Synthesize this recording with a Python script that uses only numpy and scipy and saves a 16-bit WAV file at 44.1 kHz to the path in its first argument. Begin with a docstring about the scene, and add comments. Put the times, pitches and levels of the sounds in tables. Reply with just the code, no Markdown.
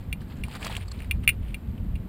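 """Twigs and leaves scrape past in one crackling sweep; sharp snaps, close by, set a hard case ringing.
Rods are being worked into a laid hedge outdoors, heard from a body-worn microphone inside that case.
Scraping is showers of tiny damped rings over leaf hiss; snaps are impulses into the modes of the case;
twigs and bark squeaks are short bursts of resonant noise.
Underneath lie a low outdoor rumble, a faint hiss and a thin high whine, all of shaped noise."""
import sys
import numpy as np
from scipy import signal
from scipy.fft import rfft, irfft
from scipy.io import wavfile

SR = 44100
rng = np.random.default_rng(int(sys.argv[2]) if len(sys.argv) > 2 else 0)


def dump_mix(stems):
    """Bounce the given channels to the path in sys.argv[1] as a 16-bit WAV at rate SR."""
    frames = np.atleast_2d(stems).T  # one column per channel
    limited = np.clip(frames, -1, 1)  # hard clip at full scale
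    pcm = np.round(limited * 32767).astype(np.int16)
    wavfile.write(sys.argv[1], SR, pcm)


N = 91816
T = np.arange(N) / SR


def from_db(db):
    """Decibels to amplitude gain."""
    return 10 ** (np.asarray(db) / 20)


def rms_one(x):
    """Scale to unit power."""
    return x / np.sqrt(np.mean(x ** 2) + 1e-20)


def white():
    """White noise as long as the scene."""
    return rng.standard_normal(N)


def level(points):
    """Gain over time, joining (time_s, level_db) points by straight lines in dB."""
    time_s, level_db = np.transpose(points)
    return from_db(np.interp(T, time_s, level_db))


def swells(rows):
    """Gain over time from bell-shaped swells (centre_s, level_db, length_s); length is one deviation."""
    return sum(from_db(level_db) * np.exp(-0.5 * ((T - centre_s) / length_s) ** 2)
               for centre_s, level_db, length_s in rows)


def drift(rate_hz):
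    """Slow random wander with spread 1: noise through a double-pole low-pass."""
    pole = np.exp(-2 * np.pi * rate_hz / SR)
    wander = signal.lfilter([1], [1, -2 * pole, pole * pole], rng.standard_normal(2 * N))
    return rms_one(wander[N:])  # the first half lets the filter settle


def spectrum_gain(points):
    """Gain over the spectrum from (pitch_hz, level_db) points, with the frequencies it applies to."""
    pitch_hz, level_db = np.transpose(points)
    f = np.maximum(np.fft.rfftfreq(N, 1 / SR), 1)
    return f, from_db(np.interp(np.log(f), np.log(pitch_hz), level_db))


def coloured(x, colour):
    """Filter to a spectrum that falls away steeply outside its end points; unit power."""
    f, gain = spectrum_gain(colour)
    low_hz, high_hz = 0.85 * colour[0][0], 1.15 * colour[-1][0]
    skirts = 1 / np.sqrt((1 + (low_hz / f) ** 10) * (1 + (f / high_hz) ** 10))
    return rms_one(irfft(rfft(x) * gain * skirts, N))


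def band(pitch_hz, width_hz, order=1):
    """Noise in one resonance; unit power."""
    edges = np.clip([pitch_hz - width_hz / 2, pitch_hz + width_hz / 2], 10, 0.45 * SR)
    return rms_one(signal.sosfilt(signal.butter(order, edges, "band", fs=SR, output="sos"), white()))


def ring(clicks, pitch_hz, t60_s):
    """Damped resonator: a unit click starts a sine of height 1 that falls 60 dB in t60_s."""
    r = 10 ** (-3 / (t60_s * SR))
    w = 2 * np.pi * pitch_hz / SR
    return signal.lfilter([0, np.sin(w)], [1, -2 * r * np.cos(w), r * r], clicks + 1e-18)


def dying(start_s, t60_s):
    """Envelope that rises quickly at start_s and decays by 60 dB in about t60_s."""
    attack_s = 0.0005
    age = np.maximum(T - start_s, 0)
    return (1 - np.exp(-age / attack_s)) * np.exp(-np.log(1000) * age / t60_s)


# level of the deep rumble, before flutter: time_s [s], level_db [dB]
RUMBLE_LEVEL = [(0.02, -31.5), (0.04, -42), (0.08, -32.5), (0.33, -37.5), (0.42, -31), (0.51, -42),
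                (0.83, -33), (0.96, -41.5), (0.97, -34.5), (1.07, -36), (1.12, -24), (1.26, -37.5),
                (1.28, -28), (1.34, -37), (1.42, -28), (1.63, -39), (1.7, -27), (1.77, -36.5), (1.81, -26),
                (1.86, -35.5), (1.94, -24.5), (2.08, -42)]
# spectrum of the deep rumble: pitch_hz [Hz], level_db [relative dB per Hz]
RUMBLE_COLOUR = [(11, -30), (18, -7), (59, 2.5), (125, -7.5), (160, -20), (280, -120)]
# level of the upper rumble, before its trim: time_s [s], level_db [dB]
DRONE_LEVEL = [(0.02, -45), (0.06, -42.5), (0.39, -39.5), (0.88, -47.5), (0.91, -54.5), (0.98, -41.5),
               (1.05, -45), (1.2, -37), (1.29, -42.5), (1.36, -41.5), (1.64, -44), (1.72, -38.5),
               (2.07, -41.5), (2.08, -42)]
# spectrum of the upper rumble: pitch_hz [Hz], level_db [relative dB per Hz]
DRONE_COLOUR = [(130, -2), (160, -2), (200, 0), (255, -8), (310, -14), (430, -25)]
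RUMBLE_FLUTTER_DB, DRONE_TRIM_DB = 0.5, 1


def rumble():
    """Deep rumble of air and movement with a steadier drone above it: two low noises, same in both ears."""
    flutter = from_db(RUMBLE_FLUTTER_DB * drift(28))
    deep = level(RUMBLE_LEVEL) * flutter * coloured(white(), RUMBLE_COLOUR)
    drone = level(DRONE_LEVEL) * from_db(DRONE_TRIM_DB) * coloured(white(), DRONE_COLOUR)
    return deep + drone


# spectrum of the outdoor hiss: pitch_hz [Hz], level_db [relative dB per Hz]
AIR_COLOUR = [(210, -26.5), (350, -0.5), (466, -3), (1060, -12), (1710, -15.5), (3030, -20), (5030, -32.5),
              (6080, -38.5), (7360, -33), (11100, -32.5), (12200, -36.5), (12800, -29), (15500, -38)]
AIR_DB = -54.5
WHINE_HZ, WHINE_WIDTH_HZ, WHINE_DB = 11980, 300, -71


def air():
    """Steady outdoor hiss of shaped noise, and a thin high electronic whine of narrow-band noise."""
    hiss = from_db(AIR_DB) * coloured(white(), AIR_COLOUR)
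    whine = from_db(WHINE_DB) * band(WHINE_HZ, WHINE_WIDTH_HZ, order=2)
    return hiss + whine


def catches(per_s, spread_db):
    """Random clicks of uneven size and either sign, as twigs catch and let go."""
    sizes = from_db(spread_db * np.minimum(rng.exponential(1, N), 4)) * rng.choice([-1, 1], N)
    return sizes * (rng.random(N) < per_s / SR)


CRACKLES_PER_S, CRACKLE_SPREAD_DB = 4000, 3.5
CRACKLE_CYCLES = 16  # cycles in which a crackle falls 60 dB
CRACKLE_DB, SMOOTH_DB = -1, -6  # mix before colouring


def friction():
    """Tiny twig crackles, each click ringing at one pitch, mostly high, over a smooth hiss of leaves."""
    pitches = np.geomspace(420, 14500, 24)
    chance = np.sqrt(pitches) / np.sqrt(pitches).sum()
    clicks = catches(CRACKLES_PER_S, CRACKLE_SPREAD_DB)
    pitch_of_click = rng.choice(len(pitches), N, p=chance)
    crackle = np.zeros(N)
    for k, pitch_hz in enumerate(pitches):
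        rings = ring(clicks * (pitch_of_click == k), pitch_hz, CRACKLE_CYCLES / pitch_hz)
        crackle += (-1) ** k * pitch_hz ** 0.75 * rings  # neighbouring pitches have opposite signs
    return from_db(CRACKLE_DB) * rms_one(crackle) + from_db(SMOOTH_DB) * white()


# foliage scraping past, before flutter: time_s [s], level_db [dB]
SCRAPE = [(0, -60), (0.18, -71.5), (0.3, -58), (0.42, -56), (0.515, -52.5), (0.555, -42), (0.592, -52),
          (0.62, -43), (0.635, -40), (0.67, -33), (0.685, -44.5), (0.703, -40), (0.745, -45), (0.775, -43),
          (0.80, -55.5), (0.86, -58.5), (1.0, -57), (1.09, -61.5), (1.16, -67), (2.08, -69)]
# spectrum of the scrape: pitch_hz [Hz], level_db [relative dB per Hz]
SCRAPE_COLOUR = [(180, -31), (300, -1.5), (492, -0.5), (581, -9), (674, -1.5), (1020, -1), (1350, -3.5),
                 (1620, -3), (2250, -4.5), (3690, -8.5), (4720, -10.5), (6050, -28.5), (7500, -13),
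                 (11500, -24.5), (15500, -20.5)]
# leaves brushing lightly over the case, before flutter: centre_s [s], level_db [dB], length_s [s]
BRUSHES = [(0.51, -58, 0.022), (0.73, -45, 0.0082), (0.82, -47.5, 0.013), (0.935, -50, 0.016),
           (0.995, -60, 0.0096), (1.03, -58, 0.026), (1.243, -47, 0.0073), (1.325, -53.5, 0.013),
           (1.48, -56.5, 0.043)]
# spectrum of the brushes: pitch_hz [Hz], level_db [relative dB per Hz]
BRUSH_COLOUR = [(700, -7), (1700, -3), (2500, 4), (3400, -2.5), (4600, -12.5), (6200, -24), (8000, -19),
                (9500, -5), (11000, -41), (14500, -11), (16000, -28)]
SCRAPE_FLUTTER_DB = 2.3


def foliage():
    """Twigs scrape past in one uneven sweep and leaves brush the case: friction under moving levels."""
    sweep = level(SCRAPE) * coloured(friction(), SCRAPE_COLOUR)
    brush = swells(BRUSHES) * coloured(friction(), BRUSH_COLOUR)
    return (sweep + brush) * from_db(SCRAPE_FLUTTER_DB * drift(33))


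# sharp snaps close to the case: start_s [s], level_db [dB],
# splinter_db [dB re level_db], woody_db [extra drive of the woody modes, dB]
SNAPS = [(0.1276, -25, -13.5, 5), (0.4373, -29.5, -13, 4), (1.0200, -41.5, -16, 0),
         (1.1110, -18.5, -18.5, 3.5), (1.1149, -29.5, -21, -9), (1.277, -8.5, -21, -1.5),
         (1.29, -14, -17, -0.5), (1.2931, -14, -21, -2), (1.3020, -30, -22, -2), (1.544, -29.5, -12.5, 5),
         (1.9549, -44, -16, 3), (1.9585, -45.5, -21, 4)]
# modes of the hard case: pitch_hz [Hz], level_db [dB], t60_s [s]
CASE = [(2156, -3, 0.027), (2376, 2, 0.033), (2800, -43, 0.027), (2776, 2.5, .022), (3350, -13, 0.02),
        (3816, -22, 0.033), (4305, -20, 0.023), (7700, -24.5, 0.0076), (9160, -12.5, 0.0042),
        (9110, -16.5, 0.036), (9657, -9.5, 0.034), (14180, -9.5, 0.0093), (14700, -11.5, 0.023),
        (15200, -19, .006)]
# polarity of each mode, in the same order: sign [+1 or -1]
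CASE_SIGNS = [1, 1, -1, -1, -1, 1, -1, 1, 1, 1, -1, 1, -1, 1]
# spectrum of splintering wood, also played by the twigs: pitch_hz [Hz], level_db [relative dB per Hz]
SPLINTER_COLOUR = [(1400, 7.5), (3500, 2), (4300, -16), (5200, -2), (6400, -7.5), (7800, 0.5), (9400, 7),
                   (11000, -4.5), (13000, -20), (14600, 4), (15600, -9)]
CHATTER_T60_S, CHATTER_DB = 0.073, -15  # chatter energy relative to the impulse
REBOUND_S, REBOUND_DB = 0.0064, -19.5
CRACK_T60_S = 0.031
WOODY_LOW_HZ, WOODY_HIGH_HZ = 3050, 5000
SNAP_LOW_CUT_HZ = 1970


def snaps():
    """An impulse, short chatter and weak rebound ring the beating modes of the case, with splintering."""
    force, woody, crack = np.zeros((3, N))
    for start_s, level_db, splinter_db, woody_db in SNAPS:
        chatter = white() * dying(start_s, CHATTER_T60_S)
        blow = from_db(CHATTER_DB) * chatter / np.sqrt(np.sum(chatter ** 2))
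        blow[int(start_s * SR)] += 1
        blow[int((start_s + REBOUND_S) * SR)] += from_db(REBOUND_DB)
        force += from_db(level_db) * blow
        woody += from_db(level_db + woody_db) * blow
        crack += from_db(level_db + splinter_db) * dying(start_s, CRACK_T60_S)
    rings = np.zeros(N)
    for (pitch_hz, level_db, t60_s), sign in zip(CASE, CASE_SIGNS):
        drive = woody if WOODY_LOW_HZ < pitch_hz < WOODY_HIGH_HZ else force
        rings += sign * from_db(level_db) * ring(drive, pitch_hz, t60_s)
    low_cut = signal.butter(2, SNAP_LOW_CUT_HZ, "high", fs=SR, output="sos")
    return signal.sosfilt(low_cut, rings) + crack * coloured(white(), SPLINTER_COLOUR)


# twigs that crack or flick: start_s [s], level_db [dB], pitch_hz [Hz], t60_s [s]
TWIGS = [(0.206, -54.5, 3600, 0.11), (0.216, -46.5, 1540, 0.044), (0.4832, -32.5, 970, 0.013),
         (0.511, -45, 3300, 0.036), (0.5367, -43, 1340, .03), (0.554, -40, 1190, 0.064),
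         (0.563, -43, 3270, 0.039), (0.6274, -32.5, 2350, 0.031), (0.6469, -27, 5640, 0.015),
         (0.6688, -28.5, 4040, 0.012), (0.6959, -37, 660, 0.063), (0.7256, -34, 3300, 0.018),
         (0.751, -33, 2940, 0.031), (0.7660, -20.5, 2820, 0.013), (0.7674, -32.5, 8800, 0.015),
         (0.8348, -44, 2570, 0.017), (0.9765, -49, 2600, 0.017), (0.9904, -48.5, 4070, .02),
         (1.0030, -34, 2160, 0.016), (1.0235, -39, 2400, .014), (1.0323, -39, 2300, 0.013),
         (1.0450, -37, 2410, 0.013), (1.778, -54, 2540, 0.05), (1.956, -49.5, 3160, 0.031)]
TWIG_WIDTH = 0.39  # resonance width as a fraction of its pitch
TWIG_SPLINTER_DB = -10  # relative to the wood resonance


def twigs():
    """A crack is a noise burst in one broad wood resonance with bright splinters on top."""
    splinters = from_db(TWIG_SPLINTER_DB) * coloured(white(), SPLINTER_COLOUR)
    total = np.zeros(N)
    for start_s, level_db, pitch_hz, t60_s in TWIGS:
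        wood = band(pitch_hz, pitch_hz * TWIG_WIDTH, order=2)
        total += from_db(level_db) * dying(start_s, t60_s) * (wood + splinters)
    return total


# bark squeaking on bark, before its resonances: centre_s [s], level_db [dB], length_s [s]
SQUEAKS = [(0.8845, -45, 0.003), (0.9185, -39.5, 0.0028)]
# resonances of the squeak: pitch_hz [Hz], width_hz [Hz], level_db [dB]
SQUEAK_BODY = [(1070, 150, -4.5), (4390, 160, -1.5), (7690, 320, -8)]


def squeaks():
    """Two brief slips of bark sing in three narrow resonances of noise."""
    body = sum(from_db(level_db) * band(pitch_hz, width_hz) for pitch_hz, width_hz, level_db in SQUEAK_BODY)
    return swells(SQUEAKS) * body


SIDE_LAG_S = 0.000397


def widen(x, side):
    """Stereo spread: a slightly late, filtered copy is added to one ear and subtracted from the other."""
    f, gain = spectrum_gain(side)
    lag = np.exp(-2j * np.pi * f * SIDE_LAG_S)
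    return x + irfft(rfft(x) * gain * lag, N) * np.array([[1], [-1]])


# difference between the ears for the air: pitch_hz [Hz], level_db [side re mid, dB]
AIR_SIDE = [(600, -49), (1300, -34), (2400, -27.5), (4400, -8.5), (8000, -9), (15000, -27)]
# the same for foliage, twigs and squeaks: pitch_hz [Hz], level_db [side re mid, dB]
SCRAPE_SIDE = [(400, -54), (2400, -71), (4600, -42), (8000, -33.5), (15000, -16)]
# the same for the snaps: pitch_hz [Hz], level_db [side re mid, dB]
SNAP_SIDE = [(700, 1), (1300, -16), (2400, -55.5), (4400, -14.5), (6500, -3), (9400, -30), (14500, -19)]


def scene():
    """Rumble in the centre; air, hedge and snaps slightly spread."""
    hedge = foliage() + twigs() + squeaks()
    return rumble() + widen(air(), AIR_SIDE) + widen(hedge, SCRAPE_SIDE) + widen(snaps(), SNAP_SIDE)


def record(dry):
    """The top is cut steeply above 15.9 kHz by an elliptic low-pass."""
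    return signal.sosfilt(signal.ellip(10, 0.2, 80, 15900, fs=SR, output="sos"), dry)


dry = scene()
out = record(dry)
dump_mix(out)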